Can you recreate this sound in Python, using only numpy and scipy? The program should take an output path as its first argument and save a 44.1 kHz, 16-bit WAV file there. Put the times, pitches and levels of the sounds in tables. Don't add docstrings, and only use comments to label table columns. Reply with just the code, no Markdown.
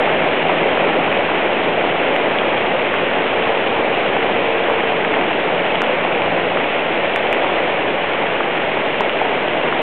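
import sys
import numpy as np
from scipy import signal
from scipy.fft import rfft, irfft
from scipy.io import wavfile
from scipy.ndimage import uniform_filter1d

SR = 44100
rng = np.random.default_rng(int(sys.argv[2]) if len(sys.argv) > 2 else 0)


def ratio(d):
    e = np.asarray(d, float) / 20
    return 10 ** e


def log_audio(samples):
    frames = np.atleast_2d(samples).T
    limited = np.clip(frames, -1, 1)
    pcm = np.round(limited * 32767).astype(np.int16)
    wavfile.write(sys.argv[1], SR, pcm)


N = 433048
OFFSET = -.02


def evened(x):
    return x / np.sqrt(np.mean(x ** 2) + 1e-20)


def read(points, hz):
    f, value = np.transpose(points)
    return np.interp(np.log(hz + 1), np.log(f + 1), value)


def follow(rows):
    s, *columns = np.transpose(rows)
    return [np.interp(np.arange(N) / SR, s, c) for c in columns]


def drift(rate_hz):
    z = rfft(rng.standard_normal(N))
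    hz = np.fft.rfftfreq(N, 1 / SR)
    return evened(irfft(z / (1 + (hz / rate_hz) ** 2), N))


def burst(hz, cycles, rise_cycles=0.37, glide=.12):
    turns = np.arange(-3 * SR // hz, 8 * SR * max(cycles, .5) // hz) * hz / SR
    fall = (np.hypot(turns, .15) - .15) / max(.65 * cycles, .2)
    shape = np.exp(-np.where(turns < 0, (turns / rise_cycles) ** 2, fall))
    sound = shape * np.cos(2 * np.pi * (turns + glide * turns * abs(turns) / 2) - .5)
    if hz < 1600:
        crack_turns = turns * 2200 / hz
        sound += .45 * np.exp(-(crack_turns / .3) ** 2) * np.cos(2 * np.pi * crack_turns + .6)
    sound = sound - shape * sound.sum() / shape.sum()
    return sound / sound.max(), shape, int(3 * SR // hz)


def strike(events):
    out, cover = np.zeros(N + SR), np.zeros(N + SR)
    for s, db, hz, cycles in events:
        sound, shape, lead = burst(hz, cycles)
        at = round(s * SR) - lead
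        out[at:at + len(sound)] += (ratio(db) - OFFSET) * sound
        cover[at:at + len(sound)] += 1.3 * shape
    return out[:N], np.clip(cover[:N], 0, 1)


def drone(hz, db, waver=.005, throb_db=2.5):
    turns = np.cumsum(hz * (1 + waver * drift(3))) / SR
    return 1.25 * ratio(db + throb_db * drift(5)) * np.sin(2 * np.pi * turns)


# frequency in Hz, level in dB.
IDLE = [(57, -69), (114, -48.5)]


def idling_engine():
    return sum(drone(hz, db) for hz, db in IDLE)


def far_engine():
    from_s, to_s, fade_s = 6.9, 8.2, .4
    start_hz, rise_hz_per_s = 63, 7
    t = np.arange(N) / SR
    heard = np.clip(np.minimum(t - from_s, to_s - t) / fade_s + 1, 0, 1)
    return heard * drone(start_hz + rise_hz_per_s * (t - from_s), -57)


# time in seconds, firing rate in Hz, labouring (2nd order) level in dB.
CAR = [(0, 80.5, -43), (.5, 81, -36), (1, 82, -37), (2, 86, -44), (2.5, 85.2, -49), (3, 87, -53),
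       (3.7, 90.8, -55), (4, 91.2, -53), (4.7, 90.9, -53), (5.3, 87.5, -40), (6.3, 86.6, -38), (7, 85, -44),
       (8, 83, -45), (9, 78.4, -45)]


def wading_car():
    pipe_hz, pipe_width_hz, pipe_peak_db, away_db_per_s = 454, 18, -23.5, .8
    t = np.arange(N) / SR
    hz, labour_db = follow(CAR)
    detuning = 2 * (5 * hz - pipe_hz) / pipe_width_hz
    pipe_db = pipe_peak_db - away_db_per_s * t - 10 * np.log10(1 + detuning ** 2)
    firing = drone(hz, -52, throb_db=3.5)
    labour = drone(2 * hz, labour_db, throb_db=3.5)
    return firing + labour + drone(5 * hz, pipe_db, throb_db=2)


def foam(patchy_db=0.38, flicker_db=-0.65):
    frames = N // 128 + 5
    a, b, patches, gusts = rng.standard_normal((frames, 257, 4)).T
    patches = evened(uniform_filter1d(uniform_filter1d(patches, size=6, axis=0), size=16, axis=1))
    gusts = evened(uniform_filter1d(uniform_filter1d(gusts, size=40, axis=0), size=3, axis=1))
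    z = (a + 1j * b) * ratio(patchy_db * patches + flicker_db * gusts)
    return evened(signal.istft(z, nperseg=512, noverlap=384)[1][:N])


def drops(per_s=500, spread_db=3):
    happens = rng.random(N) < per_s / SR
    size = ratio(spread_db * np.minimum(rng.exponential(1, N), 4.5)) * happens
    kind = rng.integers(0, 24, N)
    out = np.zeros(N)
    for k, hz in enumerate(np.geomspace(500, 4000, num=24)):
        grain = burst(hz, 1.5 + 0.85 * rng.random())[0]
        grain = grain / np.linalg.norm(grain) * np.sqrt(hz)
        out += signal.oaconvolve(size * (kind == k), grain)[:N]
    return evened(out)


# frequency in Hz, level in dB per Hz.
COLOUR = [(25, -43.5), (48, -34), (90, -24), (170, -11), (370, -3), (580, -0.5), (760, -3.5), (1200, -11.5),
          (1700, -11.5), (2300, -9.5), (2800, -12), (3300, -17)]
# time in seconds, level in dB.
SURGE = [(0, 2.5), (.4, .5), (.8, 2), (1.1, 0.5), (2, 0), (2.5, 1), (2.9, -0.5), (3.4, 0), (4.6, 0),
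         (5.2, 0), (5.6, -1), (6.1, 0), (6.8, -1.5), (7.15, -1), (7.4, 1.5), (7.65, -.5), (8.7, -1.5),
         (9.2, -0.5)]


def rush(drop_share=0.16):
    roar_hz, fizz_hz = 300, 1100
    surge_share = (.6, .95, 0.18)
    recede_db_per_s = (0.26, 0.0043, 0.11)
    hz = np.fft.rfftfreq(N, 1 / SR)
    water = np.sqrt(1 - drop_share ** 2) * foam() + drop_share * drops()
    z = rfft(water) * ratio(read(COLOUR, hz))
    z = z / np.sqrt(np.mean(abs(z) ** 2))
    roar = 1 / (1 + (hz / roar_hz) ** 6)
    fizz = 1 / (1 + (fizz_hz / (hz + 1)) ** 6)
    slosh = 1 - roar - fizz
    t = (np.arange(N) - N / 2) / SR
    surge_db = follow(SURGE)[0]
    surge_db = surge_db - surge_db.mean()
    out = np.zeros(N)
    for band, share, fade in zip((roar, slosh, fizz), surge_share, recede_db_per_s):
        out += ratio(share * surge_db - fade * t) * irfft(z * band, N)
    return ratio(-15) * evened(out)


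# time in seconds, peak in dB, pitch in Hz.
SLAPS = [(.0771, -2, 820), (.4973, 2.5, 686), (.7745, -3.5, 1400), (1.291, -3, 820), (1.8404, -2.5, 670),
         (1.8742, -3, 600), (2.387, 0, 2730), (2.4187, -1, 660), (2.6461, -5.5, 670), (3.2792, -6.5, 2230),
         (3.505, -12, 900), (3.6918, -7.5, 673), (4.1663, -2, 850), (4.228, -6, 2050), (4.299, -5, 724),
         (4.8321, -6, 1410), (5.049, -1, 2010), (5.141, -3, 2040), (5.1705, 0.5, 685), (5.2122, -4, 1990),
         (5.3311, -4, 2390), (5.756, -3, 2600), (6.2203, -2.5, 2230), (6.3308, -13, 656), (6.573, -2, 1200),
         (7.347, -4, 1790), (7.445, -0.5, 900), (8.7725, -3, 657), (9.0956, -2, 2450), (9.217, 0.5, 746)]


def slaps():
    crest = .68
    events = [(s, db, hz, 0.99 + .15 * np.log2(hz / 1000)) for s, db, hz in SLAPS]
    near, cover = strike(events)
    water = (1 - 0.43 * cover) * rush() + 0.86 * near
    return water / (1 + (water / crest) ** 6) ** (1 / 6)


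# time in seconds, peak in dB, pitch in Hz, ringing in cycles.
BLOWS = [
    (2.1637, -2.05, 2100, 1),
    (2.941, -2.16, 1200, .7),
    (4.7002, -2.2, 850, 1.2),
    (5.8191, -.2, 1250, .6),
    (6.0508, -2.25, 700, .9),
    (7.1610, -1.6, 1900, 1.6),
    (7.3282, -1.5, 2100, 1.5),
    (8.4076, -2.9, 1120, 1.4),
    (9.008, -.9, 830, 2.1),
    (9.7264, -2.6, 1200, 1.2),
]


def scene():
    blows, cover = strike(BLOWS)
    engines = wading_car() + far_engine() + idling_engine()
    return ((1 - cover) * (slaps() + engines) + blows)[None]


def low_pass(x):
    return signal.sosfilt(signal.butter(12, 15800, fs=SR, output="sos"), x)


# frequency in Hz, gain in dB.
EDGE = [(3300, 0), (3700, -8.5), (4100, -20), (4400, -36.5), (4650, -59.5), (4900, -110)]


def record(dry):
    ceiling = .707
    hz = np.fft.rfftfreq(N, 1 / SR)
    z = rfft(dry) * ratio(read(EDGE, hz))
    rim = irfft(z / (1 + (4000 / (hz + 1)) ** 30), N)
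    limited = irfft(z, N) + rim * (ratio(1.5 * drift(60)) - 1)
    return low_pass(np.clip(limited + OFFSET, -ceiling, ceiling))


dry = scene()
out = record(dry)
log_audio(out)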